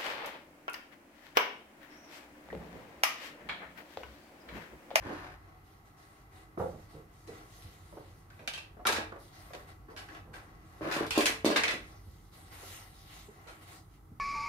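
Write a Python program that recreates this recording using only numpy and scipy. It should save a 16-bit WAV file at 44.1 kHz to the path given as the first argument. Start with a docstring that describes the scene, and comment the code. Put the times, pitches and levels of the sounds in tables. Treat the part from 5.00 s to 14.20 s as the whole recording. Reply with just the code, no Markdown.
"""Over the low rumble of a small room, wood scrapes briefly and hands shift a plywood drawing board:
palms pat it, and skin, sleeves and a card being laid aside brush over it. From about 3.5 s pencils
drop on the desk, clacking and making its hollow top ring. Around 6 s they are pushed together, and
they slide, clack and knock against it. Last, palms and sleeves brush the board as it is lifted."""
import sys
import numpy as np
from scipy import signal
from scipy.fft import rfft, irfft, next_fast_len
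from scipy.io import wavfile
from scipy.ndimage import uniform_filter1d, map_coordinates

SR = 44100
rng = np.random.default_rng(int(sys.argv[2]) if len(sys.argv) > 2 else 0)


def generate_wav(signal):
    """Clip the signal to [-1, 1] and save it as 16-bit WAV at the path in sys.argv[1]."""
    frames = np.transpose(np.atleast_2d(signal))
    scaled = np.clip(frames, -1, 1) * 32767
    pcm = np.round(scaled).astype(np.int16)
    wavfile.write(sys.argv[1], SR, pcm)


N = 405698
HIT_SAMPLES = 24576  # room for one hit and its echo
TOP_HZ = 15700
# the notes at which the desk top rings: f/Hz, width/Hz, lift/dB
DESK_NOTES = [(224, 22, 5.2), (306.7, 25, 10.3), (351, 2.5, 6), (396, 26, 4.4), (445, 3.2, 12),
              (588.6, 31, 9), (646, 27, 4.4), (700, 15, 6), (1048, 17, 11.3)]
# unchanging peaks that colour the air noise, hiss and murmur: f/Hz, width/Hz, lift/dB
SHARED_COLOUR_PEAKS = [(315, 17, 9.5), (788, 95, 10), (1105, 22, 7.5), (1310, 100, 6.5), (2005, 130, 8.5)]


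def amp(db):
    """Turns decibels into a gain."""
    return 10 ** (np.asarray(db) / 20)


def unit(x):
    """Scales a sound to an average power of 1."""
    return x / np.sqrt(np.mean(x ** 2) + 1e-20)


def look_up(table, hz):
    """Reads between a table's rows, on a pitch (log-frequency) scale."""
    f, value = np.transpose(table)
    return np.interp(np.log(hz + 1), np.log(f + 1), value)


def add(mix, start_s, sound):
    """Mixes a sound in at a given time."""
    part = mix[:, max(round(start_s * SR), 0):][:, :sound.shape[1]]
    part += sound[:, :part.shape[1]]


def placed(x, pan_db, lag_ms):
    """Sets a sound to one side: the left ear hears it pan_db louder and lag_ms later."""
    left = map_coordinates(x[0], [np.arange(N) - round(lag_ms * SR / 1000)], order=0)
    return np.array([left * amp(pan_db / 2), x[1] * amp(-pan_db / 2)])


def spread(x):
    """Makes two unrelated signals come from all around: alike in the bass, apart in the treble."""
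    # how alike the two ears' sounds are: f/Hz, likeness (1 = the same)
    likeness = [(50, 1), (150, 0.96), (300, 0.9), (550, 0.71), (900, -0.062), (1400, -0.28), (2500, -0.14),
                (15000, 0.027)]
    alike = look_up(likeness, np.fft.rfftfreq(x.shape[1], 1 / SR))
    a, b = rfft(x)
    mid, side = a * np.sqrt((1 + alike) / 2), b * np.sqrt((1 - alike) / 2)
    return irfft(np.array([mid + side, mid - side]), x.shape[1])


def colour_db(tone, notes, hz):
    """A broad tone colour with a narrow peak or dip at each note."""
    lift = sum((amp(db) ** 2 - 1) / (1 + (2 * (hz - f) / width) ** 2) for f, width, db in notes)
    return look_up(tone, hz) + 10 * np.log10(np.maximum(1 + lift, .1))


def tinted(x, tone, notes=(), all_around=True):
    """Gives a long noise a tone colour, at an average power of 1."""
    size = next_fast_len(N, True)
    gain = amp(colour_db(tone, notes, np.fft.rfftfreq(size, 1 / SR)))
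    coloured = irfft(rfft(x, size) * gain, size)
    if all_around:
        coloured = spread(coloured)
    return unit(coloured[:, :N])


def room(room_db, near_db=-3, near_s=0.0033):
    """A click as the ears get it: directly, off the clutter on the desk, then off the walls."""
    # the small room's echo holds less bass: f/Hz, level/dB
    echo_tone = [(80, -16), (300, -3), (800, -1), (15000, -1.5)]
    # how long the echo takes to fall by 60 dB: f/Hz, t/s
    echo_time = [(100, 0.77), (300, 0.29), (800, 0.39), (2500, 0.34), (6000, 0.27), (14000, 0.27)]
    t = np.arange(HIT_SAMPLES) / SR
    bounces = rng.choice([-1., 1.], (2, HIT_SAMPLES)) * (rng.random((2, HIT_SAMPLES)) < .15)
    hz, age_s, bands = signal.stft(bounces, SR, nperseg=256)
    fade = amp(look_up(echo_tone, hz)[:, None] - 60 * age_s / look_up(echo_time, hz)[:, None])
    tail = signal.istft(bands * fade, SR, nperseg=256)[1][:, :HIT_SAMPLES]
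    tail *= 1 - np.exp(-t / 0.006)
    near = bounces[:, ::-1] * np.exp(-t / near_s)
    out = spread(amp(room_db) * unit(tail) + amp(near_db) * unit(near)) / np.sqrt(HIT_SAMPLES)
    out[[0, 1], rng.integers(0, 5, 2)] += 1  # the direct sound
    return out


def friction(per_s, uneven_db, room_db):
    """Rubbing is many tiny slips of uneven size, heard through the room."""
    slips = rng.standard_normal(N) * (rng.random(N) < per_s / SR)
    slips *= amp(uneven_db * np.minimum(rng.exponential(1, N), 4))
    return signal.oaconvolve(slips[None], room(room_db), axes=1)[:, :N]


def strokes(rows, exponent, linger_s=0.019):
    """Each stroke speeds up and slows down; loudness is speed ** exponent and lingers in the room."""
    step_s = .001
    t = np.arange(0, N / SR, step_s)
    power = np.zeros(len(t))
    for start, rise_s, fall_s, db in rows:
        ramp = np.interp(t - start, [0, rise_s, rise_s + fall_s], [0, 1, 0])
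        speed = np.sin(np.pi / 2 * ramp)
        power += (amp(db) * speed ** exponent) ** 2
    keep = np.exp(-step_s / linger_s)
    lingering = signal.lfilter([1 - keep], [1, -keep], power)
    return np.interp(np.arange(N) / SR, t, np.sqrt(lingering))


def strike(force, tone, notes, brightness, pivot_hz, echo):
    """A blow makes an object ring into the room; the loudest 4 ms get a power of 1."""
    hz = np.fft.rfftfreq(HIT_SAMPLES, 1 / SR)
    octaves = np.log2(np.clip(hz / pivot_hz, 1 / 8, 8))
    log_ring = irfft(np.log(amp(colour_db(tone, notes, hz) + brightness * octaves)))
    log_ring[1:HIT_SAMPLES // 2] *= 2  # move all the ringing to after the blow
    log_ring[HIT_SAMPLES // 2 + 1:] = 0
    sound = irfft(np.exp(rfft(log_ring)) * rfft(force, HIT_SAMPLES) * rfft(echo))
    power = uniform_filter1d((sound ** 2).mean(0), size=176)
    return sound / np.sqrt(power.max())


def smeared(click, delay_s):
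    """Bending wood carries treble faster than bass, which smears a click; more delay_s, more smear."""
    hz = np.fft.rfftfreq(HIT_SAMPLES, 1 / SR)
    turns = delay_s * (2 * np.sqrt(1000 * hz) - hz * np.sqrt(1000 / TOP_HZ))
    return irfft(rfft(click, HIT_SAMPLES) * np.exp(-2j * np.pi * turns))


def background(air_db=-63.7, rumble_gain_db=2.5):
    """Steady air noise over the room's low rumble, which slowly sinks and swells."""
    # tone colours of the rumble and the air: f/Hz, level/dB
    rumble_tone = [(15, -42), (30, -11.5), (42, -1), (54, 4.5), (68, -10.5), (92, 4.5), (120, -6),
                   (170, -10), (230, -19.5), (300, -16), (450, -22), (1500, -61)]
    air_tone = [(60, -11), (150, 3.5), (240, -8.5), (330, -6.5), (550, -16), (1200, -10.5), (1700, -20.5),
                (3000, -26), (4500, -26.5), (8000, -28.5), (12000, -23.5), (15500, -28)]
    # the rumble's rise and fall: t/s, level/dB
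    rumble_levels = [(0.0, -55), (1.1, -67.5), (1.38, -61), (6.45, -56), (8.2, -60), (9.2, -59)]
    times, db = np.transpose(rumble_levels)
    swell = amp(rumble_gain_db + np.interp(np.arange(N) / SR, times, db))
    rumble = swell * tinted(rng.standard_normal((2, N)), rumble_tone)
    air = amp(air_db) * tinted(rng.standard_normal((2, N)), air_tone, SHARED_COLOUR_PEAKS)
    return placed(rumble + air, pan_db=-1, lag_ms=-.25)


def brushing(murmur_gain_db=-3, swish_db=2.5):
    """Fine fibres hiss on the board, while coarser slips make the plywood murmur."""
    # strokes of skin, sleeve or card: start/s, speeding up/s, slowing down/s, hiss/dB, murmur/dB
    brushes = [(.35, 0.13, 0.13, -91, -58), (.62, 0.041, 0.15, -69, -67), (.84, 0.023, 0.025, -66.5, -59),
               (.96, 0.025, 0.3, -66, -59), (1.3, 0.05, 0.11, -63, -55), (1.574, 0.0085, 0.17, -59, -65),
               (1.72, 0.12, .03, -64, -62), (1.88, 0.014, .14, -62.5, -58), (2.08, 0.16, 0.074, -65.5, -69),
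               (2.265, 0.008, 0.22, -59, -52), (2.42, 0.15, 0.25, -59, -59), (2.68, 0.15, .5, -65, -66),
               (3.29, 0.039, 0.18, -67.5, -60), (4.18, 0.024, 0.12, -59.5, -69),
               (4.31, 0.024, 0.33, -61, -54), (4.525, .015, 0.13, -61, -53),
               (4.665, 0.0087, 0.049, -58, -49), (4.895, 0.0085, 0.015, -62, -54),
               (4.955, .015, 0.13, -61, -50), (5.06, 0.08, 0.062, -62, -48),
               (5.329, 0.0078, 0.049, -55, -46.5), (5.38, .03, 0.19, -70, -56),
               (5.55, 0.32, .12, -66.5, -55), (5.78, .12, 0.12, -66, -58), (6.78, 0.072, .17, -62.5, -56.5),
               (6.95, 0.13, 0.28, -66.5, -78), (7.309, 0.031, 0.24, -59.5, -57),
               (7.495, 0.038, 0.13, -53, -53), (7.57, 0.088, 0.25, -50, -60.5),
               (7.8, 0.18, 0.13, -61, -59.5), (8.04, 0.11, 0.14, -53.5, -60), (8.24, 0.14, 0.19, -66, -55),
               (8.465, 0.012, 0.2, -61.5, -58), (8.605, 0.015, 0.025, -55, -54.5),
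               (8.65, 0.035, .12, -54, -54), (8.85, 0.084, 0.038, -70, -81)]
    # the shirt rubs faintly as the arms move: start/s, speeding up/s, slowing down/s, level/dB
    shirt = (-2, 3.8, 6, -62.5)
    # tone colours of the hiss and the murmur: f/Hz, level/dB
    hiss_tone = [(800, -4), (2000, -2.5), (4200, 2.5), (7000, -2), (9500, -3.5), (11800, -1), (14000, -7),
                 (15700, -12)]
    murmur_tone = [(120, -27.5), (300, 4), (550, 2), (800, -2), (1300, 0), (2000, -5), (3000, -11.5),
                   (6000, -18), (15000, -49.5)]
    fibres = unit(friction(per_s=5000, uneven_db=1, room_db=-4.5)) + spread(rng.standard_normal((2, N)))
    bands = signal.stft(fibres, SR, nperseg=512)[2]
    folds = uniform_filter1d(rng.standard_normal(bands.shape[1:]), size=25, axis=0)
    folds = unit(uniform_filter1d(folds, size=16, axis=1))  # shifting folds change the colour
    swishing = signal.istft(bands * amp(swish_db * folds), SR, nperseg=512)[1][:, :N]
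    hiss = tinted(swishing, hiss_tone, SHARED_COLOUR_PEAKS, all_around=False)
    hiss *= strokes([(*timing, db) for *timing, db, _ in brushes], exponent=0.85)
    murmur = tinted(friction(per_s=3000, uneven_db=2, room_db=4.5), murmur_tone, SHARED_COLOUR_PEAKS)
    murmur *= strokes([(*timing, db) for *timing, _, db in brushes] + [shirt], exponent=0.6)
    return hiss + amp(murmur_gain_db) * murmur


def sliding():
    """Pencils scrape along the desk and stir three of its notes."""
    # wood slides over wood: start/s, speeding up/s, slowing down/s, level/dB
    slides = [(0, 0.052, 0.28, -45.5), (5.81, .1, 0.15, -37)]
    # tone colour of the scrape: f/Hz, level/dB
    scrape_tone = [(88, -30), (150, 7.5), (229, -41.5), (318, -1.5), (503, -8), (572, -1), (1460, -1.5),
                   (1600, -1.5), (3030, -13.5), (4710, -19), (8320, -33.5), (12000, -27.5), (15600, -78.5),
                   (22000, -120)]
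    scrape = tinted(friction(per_s=1500, uneven_db=2.5, room_db=1), scrape_tone, DESK_NOTES[1:4])
    return scrape * strokes(slides, exponent=0.27)  # wood keeps scraping until it almost stops


def soft_thuds(note_width_hz=60):
    """Hand pats and the low thump of dropped pencils: each is a soft, spread-out push on the wood."""
    # soft thuds on the board or desk:
    # t/s, level/dB, settling time/s, brightness/(dB per octave), that spot's note/Hz
    thuds = [(0.047, -38.5, 0.022, 0, 310), (0.092, -38, .014, 3.5, 300), (.125, -48, 0.01, 12.5, 550),
             (1.574, -32.5, 0.0058, 0.5, 396), (1.594, -30, 0.014, -1.5, 510),
             (1.724, -45.5, 0.014, -6, 110), (1.932, -45, 0.017, -6.5, 428), (2.277, -41, 0.018, -3.5, 402),
             (2.645, -44.5, 0.021, -7, 90), (2.924, -49, 0.005, -0.5, 450), (2.969, -42.5, 0.009, 1.5, 434),
             (2.996, -47, 0.0055, -5, 440), (3.396, -52.5, 0.02, 0.5, 535), (3.768, -48.5, 0.005, -1, 650),
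             (3.792, -47, 0.011, 1.5, 695), (3.855, -31.5, 0.032, 14, 318), (3.95, -47, 0.022, -12, 70),
             (4.12, -40.5, 0.0052, 5, 330), (4.16, -47, .0056, 5.5, 536), (4.505, -49, 0.0056, 6, 546),
             (4.535, -44.5, .008, 1, 550), (4.884, -48, 0.013, 2, 433), (5.25, -54.5, 0.068, 2, 98),
             (7.061, -47, 0.019, -9, 93), (7.63, -49.5, 0.0068, -1.5, 326), (8.284, -47, 0.0069, -2.5, 440),
             (8.465, -53, 0.011, 3.5, 305), (9.112, -45.5, 0.014, -9, 238)]
    # the board's tone colour: f/Hz, level/dB
    board_tone = [(40, -19.5), (90, -4.5), (150, -4.5), (210, -6.5), (280, -6.5), (470, -4), (750, -10),
                  (1300, -16.5), (1800, -26.5), (3000, -44), (15000, -70)]
    # the notes at which the board rings: f/Hz, width/Hz, lift/dB
    board_notes = [(94.4, 18, 2.4), (216, 14, 4.7), (436, 19, 0.89), (533, 11, 2.7), (731, 27, 4.9),
                   (1220, 23, 2)]
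    # how far a spot's note stands out, most over the desk's hollow: f/Hz, lift/dB
    note_lift = [(100, 4.5), (310, 15), (450, 8.5), (680, 9.5)]
    out, t = np.zeros((2, N)), np.arange(HIT_SAMPLES) / SR
    for start, db, settle_s, brightness, note_hz in thuds:
        age = t / settle_s
        push = rng.standard_normal(HIT_SAMPLES) * np.sqrt(age) * np.exp(-age)
        notes = [*board_notes, (note_hz, note_width_hz, look_up(note_lift, note_hz))]
        echo = room(room_db=0.5, near_db=-4, near_s=0.0011)
        add(out, start, amp(db) * strike(push, board_tone, notes, brightness, pivot_hz=500, echo=echo))
    return placed(out, pan_db=-2, lag_ms=0.16)


def desk_knocks():
    """Heavier blows ring the hollow desk top."""
    # blows on the desk: t/s, level/dB, brightness/(dB per octave), echo/dB
    knocks = [(1.576, -41, 1.5, -4), (3.871, -35, 1.5, 18), (3.985, -35.5, -4, 1), (5.81, -35, 2.5, 6.5),
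              (5.846, -34.5, 1.5, 20), (5.965, -29, 3, -2), (6.009, -23.5, -3.5, -1.5),
              (6.1766, -17, -1, -10), (6.189, -21, 2.5, 3.5), (6.4463, -18, -1, -18.5),
              (6.462, -19, 0, 3.5), (6.503, -22.5, 2.5, 0.5), (6.739, -35.5, -2.5, 1)]
    # the desk's tone colour: f/Hz, level/dB
    desk_tone = [(50, -41), (170, -7.5), (240, -2.5), (320, 1.5), (520, -3), (750, -11), (1200, -13.5),
                 (2000, -40), (5000, -58), (15000, -56.5)]
    out = np.zeros((2, N))
    for start, db, brightness, room_db in knocks:
        echo = room(room_db, near_db=-5, near_s=.006)
        knock = strike([1.], desk_tone, DESK_NOTES, brightness, pivot_hz=400, echo=echo)
        add(out, start, amp(db) * knock)
    return placed(out, pan_db=-1, lag_ms=-.14)


def pencil_clacks(ring_width_hz=95):
    """A hard tap with a trace of rattle; the struck pencil rings louder than its neighbours."""
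    # a pencil, fingernail or the board's edge hits wood:
    # t/s, level/dB, brightness/(dB per octave), echo/dB, its own ring/Hz
    clacks = [(2.274, -55.5, 5, 7, 4048), (2.622, -56, 5.5, 8, 4048), (3.302, -54.5, -2.5, 4, 1540),
              (3.392, -52, -5, 9, 2400), (3.4754, -30, .5, 3.5, 2800), (3.536, -39.5, 0.5, 9, 3160),
              (3.577, -40.5, 0, 6.5, 2720), (3.852, -27, -5.5, 10.5, 1370), (3.869, -22.5, 4, 3.5, 1220),
              (3.888, -28, -1, 5.5, 950), (3.924, -31, 2.5, 9, 1430), (3.963, -33.5, -1, 9, 1880),
              (3.979, -36, -6.5, 9.5, 2370), (4.534, -45.5, 0, 3, 1660), (4.548, -45.5, -1.5, -2, 2540),
              (4.964, -45.5, -0.5, 8, 1500), (4.974, -45.5, 1, 12, 5200), (5.086, -48.5, -4.5, 7, 1670),
              (5.148, -47.5, -4, 6.5, 1300), (5.338, -45.5, -3, 12, 1623), (5.913, -33.5, 0, 15.5, 1600),
              (5.94, -39, 4, 11, 1830), (5.967, -39, 2, 8.5, 1126), (6.065, -43, 4, 7, 2240),
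              (6.1071, -29, 2, 7.5, 2630), (6.1527, -32, -3, 17, 2670), (6.178, -29, 3, 9, 2530),
              (6.2071, -26.5, 2, 8, 2580), (6.2568, -22, 3.5, 7, 2320), (6.265, -24, 1.5, 4, 2080),
              (6.293, -31.5, -5, 3, 2200), (6.446, -36, 2, 1.5, 2360), (6.453, -29.5, 2, 11, 4300),
              (6.502, -35, -0.5, 16, 2320), (6.5597, -23, -3.5, 4.5, 2080), (6.563, -25.5, 0.5, 3.5, 3580),
              (6.571, -26.5, -1, 8.5, 1850), (6.635, -24.5, -1.5, 6, 2170), (6.68, -28.5, -2, 9.5, 2000),
              (6.709, -33.5, 0.5, 6.5, 2600), (6.738, -45, 5, 3, 1690), (8.472, -48.5, -1.5, 16, 1370)]
    # the pencils' tone colour: f/Hz, level/dB
    pencil_tone = [(60, -27.5), (200, -9.5), (350, -7), (800, -1.5), (1300, -2), (2200, -1), (3600, 0),
                   (5000, -4.5), (7500, -12), (11500, -16), (14000, -25), (15700, -41.5)]
    # peaks and dips that all the clacks share: f/Hz, width/Hz, lift/dB
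    pencil_notes = [(1630, 92, 7.5), (1830, 8.3, 0), (1950, 23, 8.5), (2316, 26, 9), (2564, 70, 7.5),
                    (3300, 60, -8.5), (3730, 98, -0.5)]
    # how far the struck pencil's ring stands out: f/Hz, lift/dB
    ring_lift = [(1300, 15), (2300, 10.5), (2850, 13.5), (4300, 9.5)]
    out, t = np.zeros((2, N)), np.arange(1024) / SR
    for start, db, brightness, room_db, ring_hz in clacks:
        tap = .06 * rng.standard_normal(len(t)) * np.exp(-t / .003)  # the rattle
        tap[0] = 1  # the first hard touch
        tap = smeared(tap, delay_s=.0028)
        notes = [*pencil_notes, (ring_hz, ring_width_hz, look_up(ring_lift, ring_hz))]
        echo = room(room_db, near_db=5.5, near_s=0.0097)
        add(out, start, amp(db) * strike(tap, pencil_tone, notes, brightness, pivot_hz=2700, echo=echo))
    return placed(out, pan_db=-0.5, lag_ms=0)


def scene():
    """Everything that happens at the desk."""
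    return pencil_clacks() + desk_knocks() + soft_thuds() + sliding() + brushing() + background()


def record(dry):
    """Cuts the treble above TOP_HZ."""
    low_pass = signal.firwin(511, TOP_HZ, window=("kaiser", 9), fs=SR)
    return signal.oaconvolve(dry, low_pass[None], "same")


dry = scene()
out = record(dry)
generate_wav(out)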